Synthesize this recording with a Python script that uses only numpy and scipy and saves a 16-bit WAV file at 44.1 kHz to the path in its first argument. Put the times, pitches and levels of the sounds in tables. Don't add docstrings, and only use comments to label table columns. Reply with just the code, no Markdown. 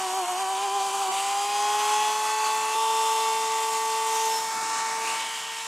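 import sys
import numpy as np
from scipy import signal
from scipy.io import wavfile
from scipy.ndimage import uniform_filter1d

SR = 44100
rng = np.random.default_rng(int(sys.argv[2]) if len(sys.argv) > 2 else 0)


def inscribe(sig):
    pcm = np.round(np.clip(np.atleast_2d(sig).T, -1, 1) * 32767)
    wavfile.write(sys.argv[1], SR, pcm.astype(np.int16))


N = 250029
T = np.arange(N) / SR
JOINS_S, FADE_S = (1.118, 2.752), (.008, .0025)

BALL = 2.5747
UNBALANCE, ARMATURE, THIRD, FIFTH, EIGHTH, SLOTS = 1, 2, 3, 5, 8, 12
BARS, LOAD_DB = 24, 4
HUM_ORDERS = (UNBALANCE, ARMATURE, BALL)
LOUD_ORDERS = (3, BALL + 1, 4, 2 * BALL - 1, BALL + 2, 5, 6, 2 * BALL + 1, 7, 3 * BALL, 8, 12, 16, 24, 25)
FAINT_ORDERS = (BALL / 7, 4 - BALL, 2.265, 2 * BALL, BALL + 3, 2 * BALL + 2, 10, 11, 3 * BALL + 4, 13, 15,
                19, 21, 23, 26, 27, 28, 29, 31, 35)
FLUTTER_DB = (.4, .6)
SLIPS = (.25, .75)
# t/s, pressure (0-1)
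PRESSURE = [(0, 1.), (1.09, 1.), (1.13, 0.05), (5.67, 0.14)]
# t/s, Gaussian half length/s, order, lift/dB
FLARES = [(0.275, .014, UNBALANCE, -6), (.33, 0.016, THIRD, 5), (1.095, 0.015, UNBALANCE, 7.5),
          (1.088, .02, THIRD, 4), (.03, .05, SLOTS, 5), (2.06, 0.048, EIGHTH, 2), (2.66, 0.052, SLOTS, -6),
          (2.69, 0.039, EIGHTH, -12), (3.269, 0.073, FIFTH, 10.5), (4.35, .05, SLOTS, 15.5),
          (4.36, 0.051, BALL, -14), (4.46, 0.016, ARMATURE, -1.5), (3.9, 0.024, BALL, -1),
          (4.64, .05, UNBALANCE, 0), (5.25, 0.047, FIFTH, 4.5)]


def motor():
    pressure, speed_hz = columns(PRESSURE, T)[0], shaft()
    jitter = (0.0002 + 0.0015 * pressure) * wander(60., T)
    turns = np.cumsum(speed_hz * (1 + jitter)) / SR
    shares = [np.clip((T - s) / fade_s + .5, 0, 1) for s, fade_s in zip(JOINS_S, FADE_S)]
    levels_db = hum_levels(speed_hz, shares[0]) + whine_levels() + faint_levels(pressure, shares[1])
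    out = np.zeros(N)
    for order, db in zip(HUM_ORDERS + LOUD_ORDERS + FAINT_ORDERS, levels_db):
        for s, half_s, flared_order, lift_db in FLARES:
            if flared_order == order:
                db = db + lift_db * np.exp(-.5 * ((T - s) / half_s) ** 2)
        flutter_db = (FLUTTER_DB[0] + FLUTTER_DB[1] * pressure) * wander(50., T)
        load_db = (order == BARS) * LOAD_DB * pressure
        start = rng.random()
        first, second, third = (np.sin(2 * np.pi * (order * (turns + slip) + start)) for slip in (0,) + SLIPS)
        line = first + shares[0] * (second - first) + shares[1] * (third - second)
        out += np.sqrt(2) * gain_of(db + flutter_db + load_db) * line
    return out


# t/s, shaft speed f/Hz
GRINDING = [(0.01, 378), (0.062, 375.7), (0.083, 365.5), (0.173, 385.5), (0.248, 351.0), (0.298, 367.2),
            (0.346, 360.3), (0.4, 385.1), (0.427, 386.6), (0.464, 374.6), (0.513, 388.7), (0.563, 381.3),
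            (0.647, 401.5), (0.69, 385.2), (0.758, 400.8), (0.801, 388.1), (0.856, 394.4), (0.913, 383.8),
            (0.942, 395.8), (0.976, 388.4), (1.015, 396.0), (1.074, 377.5), (1.11, 382.2)]
FREED_HZ, GOAL_HZ, SPIN_UP_S = 385.85, 447.3, .93
FULL_HZ, CREEP_FROM_S = 443.4, 3.85
CREEP_HZ, CREEP_POWER = 3.0, 1.5


def shaft():
    rising = GOAL_HZ - (GOAL_HZ - FREED_HZ) * np.exp(-(T - JOINS_S[0]) / SPIN_UP_S)
    full = FULL_HZ + CREEP_HZ * np.maximum(T - CREEP_FROM_S, 0) ** CREEP_POWER
    loaded = columns(GRINDING, T)[0]
    hz = np.select([T < JOINS_S[0], T < JOINS_S[1]], [loaded, rising], full)
    return uniform_filter1d(hz, size=800)


LOCAL_MEAN_S = 0.1


def surge(t):
    speed_hz = shaft()
    loaded = np.clip((JOINS_S[0] - T) / FADE_S[0], 0, 1)
    excess_hz = speed_hz - uniform_filter1d(speed_hz, round(LOCAL_MEAN_S * SR))
    return np.interp(t, T, loaded * excess_hz)


# t/s, unbalance level/dB, armature hum level/dB, ball pass level/dB
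HUM = [(0, -41, -31, -42), (.2, -39, -31, -38), (.4, -42.5, -30.5, -40.5), (.75, -38, -28.5, -33),
       (1.11, -43, -30.5, -38.5), (1.14, -46, -28, -37), (1.5, -42.5, -30, -38), (1.65, -40, -25.5, -35),
       (1.91, -38, -26, -32.5), (2.25, -41, -28, -36.5), (2.48, -40.5, -27, -33.5),
       (2.745, -40.5, -29, -36), (2.76, -36.5, -26.5, -35), (3.2, -36, -27, -35.5),
       (3.36, -37, -29.5, -37.5), (3.7, -38, -30, -36.5), (4.07, -37.5, -29.5, -37.5),
       (4.27, -35.5, -27, -43), (4.5, -49, -33.5, -46.5), (4.79, -49, -31, -37), (5.04, -41, -32.5, -39.5),
       (5.13, -45.5, -31.5, -37), (5.2, -56, -35, -44), (5.3, -52.5, -42, -50), (5.67, -54, -40.5, -50)]
SURGE_DB, BRAKING_DB = (.02, 0.33, -0.04), (0.5, 0.2, -0.1)


def hum_levels(speed_hz, freed):
    above = surge(T)
    slowing = -uniform_filter1d(np.gradient(speed_hz) * SR / 100, size=900)
    braking = (1 - freed) * slowing
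    return [db + a * above + b * braking for db, a, b in zip(columns(HUM, T), SURGE_DB, BRAKING_DB)]


WHINE_DB = [(-38, -58, -49, -55, -54, -54, -62, -56, -56, -57, -49.5, -54.5, -66, -58, -63),
            (-43.5, -65, -52, -57, -54, -62, -58, -50, -58, -51, -46, -48.5, -60, -57, -65),
            (-42, -56, -57, -56, -52.5, -59, -49, -49.5, -52, -50, -47.5, -44.5, -53, -52, -65),
            (-56, -48, -51, -51, -46.5, -55, -53, -41, -58, -46, -40.5, -46.5, -60, -55, -63),
            (-54, -45.5, -58, -46, -47.5, -55, -46, -42.5, -57, -52, -46, -56, -61, -64, -68),
            (-54, -51, -58, -46.5, -53, -57, -56, -47, -49, -57, -44, -47.5, -55, -55.5, -54),
            (-64, -51.5, -55.5, -47, -48.5, -53.5, -55, -48, -49, -62, -46.5, -50.5, -52, -56, -54),
            (-43, -56, -51, -48.5, -66, -46, -66, -58, -61, -61, -64, -45.5, -53, -67, -72),
            (-50, -52, -55, -48.5, -65.5, -45, -50, -54, -64, -53, -69.5, -53, -59, -69, -69),
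            (-52, -55, -59, -46, -62, -45.5, -59, -53, -58, -57, -71, -54, -64, -65, -74)]


def whine_levels():
    return [db + 1.5 * wander(4., T) for db in posed(WHINE_DB, T)]


RISING_DB = (-74, -64, -47, -54, -54, -55, -50, -57, -55, -58, -56, -61, -59, -58, -69, -66, -70, -68, -74,
             -76)
STEADY_DB = (-71, -61, -50, -55, -54, -61, -57, -57, -58, -60, -58, -54, -57, -64, -70, -62, -64, -76, -67,
             -77)
# t/s, level/dB added for every ten orders
AWAY = [(0, -.1), (1.5, -.1), (2.74, -1.5), (2.76, .1), (4.3, -.2), (4.5, -2.5), (5.67, -3.5)]


def faint_levels(pressure, at_full_speed):
    facing_db = columns(HISS, T)[0] + 30 - 6.5 * pressure
    away_db = columns(AWAY, T)[0]
    levels_db = []
    for order, rising_db, steady_db in zip(FAINT_ORDERS, RISING_DB, STEADY_DB):
        base_db = rising_db + at_full_speed * (steady_db - rising_db)
        sway_db = 2.5 * wander(2.565, T)
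        levels_db.append(base_db + facing_db + order / 10 * away_db + sway_db)
    return levels_db


# t/s of the start, glide/s
POSES = [(0, .01), (.53, .1), (1.118, .01), (1.53, 0.24), (2.15, 0.21), (2.752, .01), (3.3, 0.23),
         (4.4, 0.32), (4.95, 0.17), (5.24, 0.19)]


def posed(rows, t):
    knots = np.ravel([(s - glide / 2, s + glide / 2) for s, glide in POSES])[1:]
    return [np.interp(t, knots, np.repeat(c, 2)[:-1]) for c in np.transpose(rows)]


# t/s, relative level/dB
HISS = [(0, -32), (.5, -33), (1.1, -31.5), (1.2, -30), (1.49, -31.5), (1.88, -28.5), (2.2, -31),
        (2.65, -30.5), (3.3, -29.5), (3.7, -29.5), (4.05, -30), (4.22, -29), (4.52, -30), (4.77, -28.5),
        (4.99, -31.5), (5.12, -30), (5.4, -33), (5.67, -33)]


def fan():
    frames, hz = N // 128 + 5, np.fft.rfftfreq(512, 1 / SR)[:, None]
    t = np.arange(frames) * 128 / SR
    a, b, c, d, patches = rng.standard_normal((frames, 257, 5)).T
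    patches = uniform_filter1d(patches, size=7, axis=0)
    patches = evened(uniform_filter1d(patches, size=40, axis=1))
    field_db = air_colour(hz, t) + 0.93 * patches + passing_shapes(hz, t) + gusts(hz, t) + top_flicker(hz, t)
    spread = spread_share(hz, t)
    middle = np.sqrt(1 - spread) * (a + 1j * b)
    sides = np.sqrt(spread) * (c + 1j * d)
    left_right = np.array([middle + sides, middle - sides])
    noise = signal.istft(left_right * gain_of(field_db), nperseg=512, noverlap=384)[1]
    return gain_of(-23.5) * noise[:, :N]


# f/Hz, relative level/dB per Hz
AIR = [(25, -41), (70, -54), (160, -8.5), (330, -2.5), (520, -5), (720, 8), (1000, 13), (1400, 5),
       (2000, 1.5), (3000, 4), (4200, 1), (5500, 1.5), (7500, 4), (10000, -5), (13000, -14), (15600, -24)]
# f/Hz, bell width/octaves
PARTS = [(300, 0.87), (1000, 1), (2000, 0.65), (3100, 0.25), (4600, 0.31), (12500, 0.55)]
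LIFTS_DB = [(0, 1.1, -2.5, 3, -1.5, 2), (-1, 2, -3, 3, -0.9, 1.8), (-1.5, -1, -1, 3.5, -3, 1.5),
            (-1.5, -1, 0.5, 2, -1.5, 1.5), (-1.5, 0, 1, -1.5, -1, 3), (-2.5, 2, -4, 3.5, -1, 2),
            (-2, -3, 0, -1, -1.1, 1), (2.5, -5.5, 3.5, -2.5, -1, -2.5), (3, -4.5, 6, -2, 1, 1),
            (-2.5, -7.5, 6.5, -1, -1.5, -1.5)]


def air_colour(hz, t):
    field_db = read(AIR, hz) + columns(HISS, t)[0]
    for (centre_hz, octaves), lift_db in zip(PARTS, posed(LIFTS_DB, t)):
        field_db += bump(hz, centre_hz, octaves) * lift_db
    return field_db


# t/s, Gaussian half length/s, f/Hz, bell
# width/octaves, lift/dB
SWELLS = [(.45, 0.06, 3700, .1, -2), (.9, 0.077, 2000, .15, -4), (1.1, .012, 4300, .6, -3),
          (1.17, .04, 3020, 0.28, 3.5), (1.2, 0.1, 7700, .15, 2), (1.797, 0.082, 1450, .2, 3),
          (1.95, 0.39, 6200, 0.048, 5), (2.425, 0.071, 1530, 0.33, 2.5), (2.445, 0.14, 4430, .08, 7.5),
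          (2.858, 0.065, 2020, 0.17, -4), (3.55, .1, 1980, 0.063, 8), (4.213, 0.069, 5950, .15, 6.5),
          (4.25, .06, 3200, 0.24, 2.5), (4.32, 0.17, 12600, 0.13, 6), (4.55, .1, 1900, .2, -3),
          (4.7, .35, 190, .5, 2), (4.776, 0.11, 1310, 0.22, 6), (4.79, 0.065, 7600, 0.19, 4),
          (4.952, 0.033, 3000, .2, -3), (5.452, .18, 3130, 0.083, 8)]
# t/s, f/Hz, lift/dB
HOLLOW = [(4.22, 1690, -7), (4.3, 1900, -10), (4.45, 2620, -6), (4.6, 3100, -10), (4.75, 3280, -4.5)]
# t/s, f/Hz, lift/dB
CREST = [(5.0, 2300, 0.1), (5.06, 2450, 5), (5.12, 2850, 5), (5.19, 3200, 6), (5.3, 3150, 3.5),
         (5.4, 3100, 1), (5.67, 3100, 2)]


def passing_shapes(hz, t):
    shape_db = 0
    for s, half_s, centre_hz, octaves, lift_db in SWELLS:
        shape_db = shape_db + bump(hz, centre_hz, octaves) * lift_db * np.exp(-.5 * ((t - s) / half_s) ** 2)
    for rows, octaves in ((HOLLOW, .1), (CREST, .13)):
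        centre_hz, lift_db = columns(rows, t)
        shape_db += bump(hz, centre_hz, octaves) * lift_db
    return shape_db


def gusts(hz, t):
    surge_db = read([(1500, .01), (6000, .05), (13000, .12)], hz) * surge(t)
    treble_db = read([(6000, 0.11), (13000, 0.94)], hz) * wander(12., t, step=1)
    quick_db = read([(800, 0.56), (3000, 0.77), (12000, 0.31)], hz) * wander(60., t, step=1)
    return surge_db + treble_db + quick_db


def top_flicker(hz, t):
    return read([(5000, .1), (8000, 0.54), (13000, 1.8)], hz) * np.sin(2 * np.pi * 47.5 * t)


# from t/s, to t/s, low f/Hz, high f/Hz, share (0-1)
SPREADS = [(0, .12, 3400, 4600, 0.4), (0.1, 0.327, 3500, 5160, 0.74), (0.3, 0.41, 3500, 4520, 0.8),
           (0.356, 0.544, 3230, 4260, 0.56), (1.086, 1.12, 300, 15700, 0.6)]


def spread_share(hz, t):
    spread = np.zeros((len(hz), len(t)))
    for start, end, low_hz, high_hz, share in SPREADS:
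        inside = (t > start) * (t < end) * (hz > low_hz) * (hz < high_hz)
        spread = np.maximum(spread, np.clip(share, 0, 1) * inside)
    return spread


# f/Hz, time to fall by 60 dB t/s
SHOP = [(200, 0.55), (1000, 0.37), (4000, 0.5), (12000, 0.077)]


def shop(x):
    taps = np.zeros(SR)
    at = np.arange(400, SR - 22, 22)
    taps[at + rng.integers(0, 22, at.shape)] = rng.choice([-1., 1.], at.shape)
    hz, t, z = signal.stft(taps, SR, nperseg=256)
    t60_s = np.maximum(read(SHOP, hz), .05)[:, None]
    tail = signal.istft(z * gain_of(-60 * t / t60_s), SR, nperseg=256)[1]
    return signal.fftconvolve(x, tail / np.linalg.norm(tail))[:N]


def gain_of(db):
    return 10 ** (np.asarray(db) / 20)


def evened(x):
    return x / np.sqrt(np.mean(x ** 2) + 1e-20)


def read(points, hz):
    f, value = np.transpose(points)
    return np.interp(np.log(hz + 1), np.log(f + 1), value)


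def columns(rows, t):
    s, *rest = np.transpose(rows)
    return [np.interp(t, s, c) for c in rest]


def wander(top_hz, t, count=24, step=64):
    hz = np.geomspace(top_hz / 16, top_hz, count)[:, None]
    coarse = t[::step]
    sines = np.sin(2 * np.pi * (hz * coarse + rng.random((count, 1))))
    wave = (sines / np.sqrt(hz)).sum(0)
    return np.interp(t, coarse, evened(wave))


def bump(hz, centre_hz, octaves):
    return np.exp(-.5 * (np.log2((hz + 1) / centre_hz) / octaves) ** 2)


def scene():
    lines = motor()
    return lines + gain_of(-22) * shop(lines) + fan()


def record(dry):
    thin = signal.sosfilt(signal.butter(1, 120., "high", fs=SR, output="sos"), dry)
    treble_limit = signal.firwin(1023, 15720, window=("kaiser", 11), fs=SR)
    return signal.oaconvolve(thin, treble_limit[None], "same")


dry = scene()
out = record(dry)
inscribe(out)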